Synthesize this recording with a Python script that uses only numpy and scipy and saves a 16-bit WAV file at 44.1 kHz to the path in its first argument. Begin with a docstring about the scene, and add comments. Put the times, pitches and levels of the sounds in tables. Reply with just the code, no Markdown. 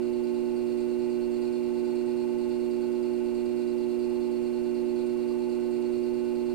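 """A steady motor hum fills a small workshop: an electric pottery wheel, heard by a pair of microphones.
Rectified mains makes the motor hum at multiples of the ripple, and a thin whine sits high above it.
The commutator adds its own tones, which mix with the ripple. Brushes and bearings rattle in the housing,
partly in a pattern that repeats every motor turn. Two short scuffs are wet fingers on the clay.
Noise shaped separately for each microphone lays the room's rumble and hiss behind."""
import sys
import numpy as np
from scipy import signal
from scipy.fft import rfft, irfft, next_fast_len
from scipy.io import wavfile

SR = 44100
rng = np.random.default_rng(int(sys.argv[2]) if len(sys.argv) > 2 else 0)


def dump(signal):
    """Clip the signal to [-1, 1] and save it as 16-bit WAV at the path in sys.argv[1]."""
    limited = np.clip(np.atleast_2d(signal).T, -1, 1)
    pcm = np.round(limited * 32767).astype(np.int16)
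    wavfile.write(sys.argv[1], SR, pcm)


N = 288458
T = np.arange(N) / SR   # time in seconds

# Room air and microphone hiss. Each row: frequency in Hz, left level in dB per Hz,
# right level in dB per Hz, likeness of the two microphones from -1 to 1.
AIR_COLOUR = [(20.5, -79, -77.5, 1), (31, -74.5, -75.5, 0.73), (48, -80.5, -88, 0.34),
              (85, -81.5, -78, -0.38), (169, -81.5, -82, 0.25), (271, -78, -81.5, 0.01),
              (574, -88.5, -84.5, 0.85), (1140, -90.5, -90.5, 0.25), (1740, -96, -96, 0.54),
              (2380, -94.5, -91, 0.49), (3300, -101, -99, 0.45), (6230, -104, -103, 0.0046),
              (10740, -105, -104, -0.02), (14800, -111, -111, 0.14)]
# Wet fingers scuffing the clay. Each row: middle of the scuff in seconds, peak level in dB.
SCUFFS = [(5.19, -62), (5.34, -59)]
# Resonances of the housing. Each row: frequency in Hz, width in Hz, level in dB, left minus right in dB,
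# likeness of the two microphones from 0 to 1, share of power that repeats every turn from 0 to 1.
HOUSING_MODES = [(349, 58, -60, -18, 0.2, 0.04), (436, 55, -61, 1, 0.9, 0.05),
                 (502.5, 19, -65, -9.5, 0.6, 0.6), (864.6, 19, -63, 7.5, 0.6, 0.02),
                 (1027, 36, -74, -2.5, 0.3, 0.4), (1483, 28, -71.5, -6, 1, 0.2),
                 (1464, 106, -70, -0.5, 0.15, 0), (1945, 53, -74.5, -8, 0.2, 0.1),
                 (2155, 220, -78, -5, .4, 0.3), (2452, 76, -68, -1.5, 0.6, .6),
                 (2726, 230, -72, -3, 0.9, 0), (3520, 100, -75.5, -5, 0.4, 0),
                 (3936, 100, -72, 0, 0.6, 0.01), (4327, 460, -65, -4.5, 0.5, .01),
                 (4345, 58, -67.5, -3, 0.6, 0.02), (4640, 83, -70, 4, 0.5, 0.14),
                 (4980, 660, -75, -6, 0.5, 0.12), (7560, 1000, -73, -7, 0.4, 0),
                 (8190, 95, -77, -1, 0.5, .01), (8650, 790, -73.5, -4, 0.3, 0.1),
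                 (11500, 5300, -81.5, -3, .3, .01)]
# Rough and smooth places under the brushes. Each row: place in the turn from 0 to 1, length in turns,
# most stirred frequency in Hz, reach in octaves, change in dB.
BRUSH_TRACK = [(.05, .24, 5500, 1.1, -8.5), (.21, .045, 8750, .12, 13), (.215, .06, 4640, .04, 12),
               (.29, .03, 6600, .5, 8), (.38, .08, 4320, .06, 3), (.52, .07, 6000, .9, 5),
               (.63, .1, 4100, .15, 4), (.75, .05, 6000, .8, 5), (.1, .06, 2450, .08, 4),
               (.34, .06, 2450, .08, 4), (.7, .1, 2450, .08, 5), (.57, .12, 2450, .08, -5)]
# Close turn multiples picked out by one housing mode. Each row: multiple of the turn rate,
# relative left level in dB, relative right level in dB, lead of the left in radians.
THROB_LINES = [(92, -4.5, -5.5, -1.0), (94, -0.1, -2.0, -0.9), (96, -10, -11, -0.8)]
# Commutator tones. Each row: multiple of the ripple, added multiple of the turn rate,
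# left level in dB, right level in dB, lead of the left in radians.
ROTATION_LINES = [(-1, 16, -66.2, -84.3, -0.2), (0, 16, -66.3, -64.4, -0.3), (0, 32, -51.7, -46.6, -0.7),
                  (0, 33, -65.2, -60.3, -0.8), (0, 35, -70.9, -65.0, 0.8), (0, 46, -83.8, -68.3, -2.9),
                  (0, 47, -67.2, -70.1, -1.8), (0, 48, -58.0, -56.5, -2.4), (0, 49, -66.6, -74.3, -2.4),
                  (0, 53, -75.3, -68.1, 0.7), (0, 160, -72.6, -72.9, -0.1), (1, -1, -69.3, -68.1, -2.9),
                  (1, 16, -59.0, -58.4, 0.6), (1, 32, -67.2, -67.3, -1.8), (2, -16, -68.8, -70.7, 2.7),
                  (2, 2, -70.8, -65.8, 0.3), (2, 16, -64.5, -75.2, -0.2), (3, -16, -87.2, -69.0, 1.5),
                  (3, -4, -68.3, -66.8, 0.4), (3, -2, -78.2, -61.6, -1.4), (3, -1, -71.5, -64.2, 0.8),
                  (3, 1, -68.9, -61.1, 0.0), (3, 2, -85.6, -63.6, 0.5), (3, 16, -66.0, -59.6, 0.0),
                  (3, 32, -78.4, -68.5, 0.8), (4, -16, -70.9, -60.4, 0.2), (4, -1, -69.9, -92.4, 2.6),
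                  (4, 1, -68.1, -67.9, -1.3), (4, 2, -65.2, -61.7, 0.3), (5, -16, -69.6, -71.1, -1.7),
                  (6, -2, -74.6, -70.3, 0.5)]
# Thin steady whine. Its one row: frequency in Hz, left level in dB, right level in dB.
WHINE_LINE = (8271.7, -80, -76)
# Magnetic hum. Each row: multiple of the ripple, left level in dB, right level in dB,
# lead of the left in radians.
HUM_LINES = [(0.5, -64.9, -69.8, 1.0), (1, -57.4, -60.9, -2.8), (2, -38.6, -32.3, 1.9),
             (2.5, -67.1, -58.9, -0.6), (3, -49.0, -25.9, 1.4), (4, -49.7, -55.9, -0.4),
             (5, -54.9, -49.6, -0.3), (6, -59.2, -66.9, -0.9), (7, -72.9, -82.9, -0.4),
             (8, -73.4, -72.7, 0.0), (9, -78.5, -62.3, 0.1), (10, -78.7, -76.5, 1.2),
             (11, -77.7, -71.5, 0.1), (17, -78.3, -72.3, 0.9), (18, -83.6, -72.9, -0.2),
             (19, -75.0, -73.4, -0.9), (20, -76.7, -78.8, 0.2), (22, -76.6, -68.6, -0.6),
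             (23, -68.7, -62.1, -0.3), (24, -76.1, -69.8, -1.4)]
# Hum line thrown to and fro by the turning wheel head. Its one row: multiple of the ripple,
# left level in dB, right level in dB, lead of the left in radians, lag in radians.
HEAD_LINE = (3, -51.3, -48.9, .6, 1.0)

TURN_HZ = 9.321   # mean motor turns per second
WHEEL_HZ, WHEEL_START_RAD = 1.0, .25   # the wheel head turns once a second
# shares of the motor speed: swing once a wheel turn, and chance wander
SPEED_SWAY, SPEED_LEAD_RAD, SPEED_WANDER = .0016, .4, .0007

SLIDE_S, SLIDE_HZ, SLIDE_WIDTH_HZ = .085, 1110, 150
RATTLE_WAVER_DB, GRIT_DB = 1.05, 0.14
THROB_DB, THROB_SWAY_DB, THROB_WANDER_DB = -56, -1.0, 1.5   # mean level, swing per wheel turn, chance
THROB_SLIP_RAD = 0.65
ROTATION_WAVER_DB = .12   # grows with the root of the turn multiple

RIPPLE_HZ, RIPPLE_LAG_S = 120.03, .00274
HUM_START_RAD = 5.0
HUM_SPREAD_RAD = .55   # phase that grows with the square of the multiple and blunts the ripple pulse
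FRAME_MODE_HZ = 540   # above this mode the frame swings against the force
HUM_WAVER_DB, HUM_TREND_DB_PER_S = .07, -.02   # the waver grows with the root of the multiple
CUTOFF_HZ = 15200


def from_db(db):
    """Decibels to gain."""
    return 10 ** (np.asarray(db) / 20)


def rms_one(x):
    """Scale to rms 1."""
    return x / np.sqrt(np.mean(x ** 2) + 1e-20)


def drift(rate_hz):
    """Slow chance of spread 1: noise at every 40th sample through a double one-pole low-pass."""
    step = 40
    r = np.exp(-2 * np.pi * rate_hz * step / SR)
    noise = rng.standard_normal(N // step + 2002)
    slow = signal.lfilter([1], [1, -2 * r, r * r], noise)[2000:]   # drop the filter's settling
    slow = rms_one(slow - slow.mean())
    return np.interp(np.arange(N) / step, np.arange(len(slow)), slow)


def pair(mid, side, alike):
    """Left and right microphones with the given likeness, from two unrelated signals."""
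    alike = np.clip(alike, -1, 1)
    shared = np.sqrt(1 + alike) * mid
    opposed = np.sqrt(1 - alike) * side
    return np.array([shared + opposed, shared - opposed]) / np.sqrt(2)


def resonate(x, hz, width_hz):
    """A resonance applied twice, for dark valleys beside it, scaled to rms 1."""
    r = np.exp(-np.pi * width_hz / SR)
    stage = [1, 0, -1, 1, -2 * r * np.cos(2 * np.pi * hz / SR), r * r]
    return rms_one(signal.sosfilt([stage, stage], x))


def tone(angle, left_db, right_db, lead):
    """One line, reaching each microphone with its own level and phase."""
    left = from_db(left_db) * np.sin(angle + lead)
    right = from_db(right_db) * np.sin(angle)
    return np.sqrt(2) * np.array([left, right])


def wheel(lead=0):
    """What comes round once per wheel turn, from -1 to 1."""
    return np.cos(2 * np.pi * WHEEL_HZ * T + WHEEL_START_RAD + lead)


def motor_turns():
    """Running count of motor turns; the uneven clay speeds and slows the motor on each wheel turn."""
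    speed = 1 + SPEED_SWAY * wheel(SPEED_LEAD_RAD) + SPEED_WANDER * drift(2)
    return np.cumsum(TURN_HZ * speed) / SR


def air():
    """Room rumble and hiss: smooth noise with a colour per microphone and a likeness set by frequency."""
    size = next_fast_len(N)
    log_hz = np.log(np.maximum(np.arange(size // 2 + 1) * SR / size, 1))
    points, left, right, alike = np.transpose(AIR_COLOUR)
    log_points = np.log(points)
    levels_db = [np.interp(log_hz, log_points, level) for level in (left, right)]
    colour = from_db(levels_db) * np.sqrt(SR / 2)   # dB per Hz to gain on white noise
    mid, side = rfft(rng.standard_normal((2, size)))
    both = pair(mid, side, np.interp(log_hz, log_points, alike))
    return irfft(both * colour, size)[:, :N]


def slides():
    """Wet fingers on clay: short smooth swells of resonant noise, the same at both microphones."""
    swell = sum(from_db(db) * np.exp(-((T - middle) / (SLIDE_S / 2)) ** 4) for middle, db in SCUFFS)
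    return swell * resonate(rng.standard_normal(N), SLIDE_HZ, SLIDE_WIDTH_HZ)


def rattle(turns):
    """Gritty brush noise rings in the housing, shaded by the rough and smooth places of the track."""
    # two sets of grit, taken by alternate modes
    fresh = rng.standard_normal((2, 2, N)) * from_db(GRIT_DB * drift(47))
    surface = rng.standard_normal((2, 4730))   # one turn of wear marks, met again on every turn
    worn = surface[:, (turns % 1 * surface.shape[1]).astype(int)]
    places = []
    for at, length, *_ in BRUSH_TRACK:
        distance = (turns - at + .5) % 1 - .5   # in turns, the short way round
        places.append(np.exp(-(distance / (length / 2)) ** 4))
    out, load = 0, drift(4.4)   # the load is common to all modes
    for k, (hz, width_hz, db, pan_db, alike, repeat) in enumerate(HOUSING_MODES):
        stir_db = 0
        for place, (_, _, centre_hz, reach, gain_db) in zip(places, BRUSH_TRACK):
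            nearness = np.exp(-(np.log2(hz / centre_hz) / reach) ** 2)
            stir_db = stir_db + place * gain_db * nearness
        repeat = np.clip(repeat, 0, 1)
        rub = np.sqrt(repeat) * worn + np.sqrt(1 - repeat) * fresh[k % 2]
        waver_db = RATTLE_WAVER_DB * (load + 0.73 * drift(7.8))
        mid, side = resonate(rub * from_db(stir_db + waver_db), hz, width_hz)
        pan = from_db([[pan_db / 2], [-pan_db / 2]])
        out = out + from_db(db) * pair(mid, side, alike) * pan
    return out


def throb(turns):
    """Multiples two apart keep nearly in step, so their tone beats twice a turn; they slip mostly together."""
    slip, tones = THROB_SLIP_RAD * drift(2.6), 0
    for k, left, right, lead in THROB_LINES:
        own_slip = 0.45 * drift(5.0)
        tones = tones + tone(2 * np.pi * k * turns + slip + own_slip, left, right, lead)
    level_db = THROB_DB + THROB_SWAY_DB * wheel(.5) + THROB_WANDER_DB * drift(1.2)
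    return from_db(level_db) * rms_one(tones)


def rotation(turns):
    """Commutator tones at sums and differences of ripple and rotation; they follow the motor speed."""
    out, starts = 0, rng.random(len(ROTATION_LINES))
    for (m, k, left, right, lead), start in zip(ROTATION_LINES, starts):
        angle = 2 * np.pi * (m * RIPPLE_HZ * T + k * turns + start)
        level = from_db(ROTATION_WAVER_DB * np.sqrt(abs(k)) * drift(2.7))
        out = out + level * tone(angle, left, right, lead)
    return out


def whine():
    """One thin line, steady in pitch and level."""
    hz, left, right = WHINE_LINE
    return tone(2 * np.pi * hz * T, left, right, lead=-1.3)


def ripple(k):
    """Running phase of one multiple of the ripple, turned over above the frame mode."""
    running = 2 * np.pi * k * RIPPLE_HZ * (T - RIPPLE_LAG_S)
    frame_flip = np.pi * (k * RIPPLE_HZ > FRAME_MODE_HZ)
    return running + HUM_START_RAD + HUM_SPREAD_RAD * k * k + frame_flip


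def hum():
    """Magnetic pull: clean lines on the ripple, the higher ones wavering more, one swayed by the wheel head."""
    out, trend_db = 0, HUM_TREND_DB_PER_S * (T - T.mean())
    for k, left, right, lead in HUM_LINES:
        level = from_db(trend_db + HUM_WAVER_DB * np.sqrt(k) * drift(2.0))
        out = out + level * tone(ripple(k), left, right, lead)
    k, left, right, lead, lag = HEAD_LINE
    return out + wheel() * tone(ripple(k) - lag, left, right, lead)


def scene():
    """The room first, then hands, housing and motor."""
    turns = motor_turns()
    return air() + slides() + rattle(turns) + throb(turns) + rotation(turns) + whine() + hum()


def record(dry):
    """A steep elliptic low-pass cuts the top of both microphones."""
    low_pass = signal.ellip(14, .02, 60, CUTOFF_HZ, fs=SR, output="sos")   # order, ripple dB, stop dB
    return signal.sosfilt(low_pass, dry)


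dry = scene()
out = record(dry)
dump(out)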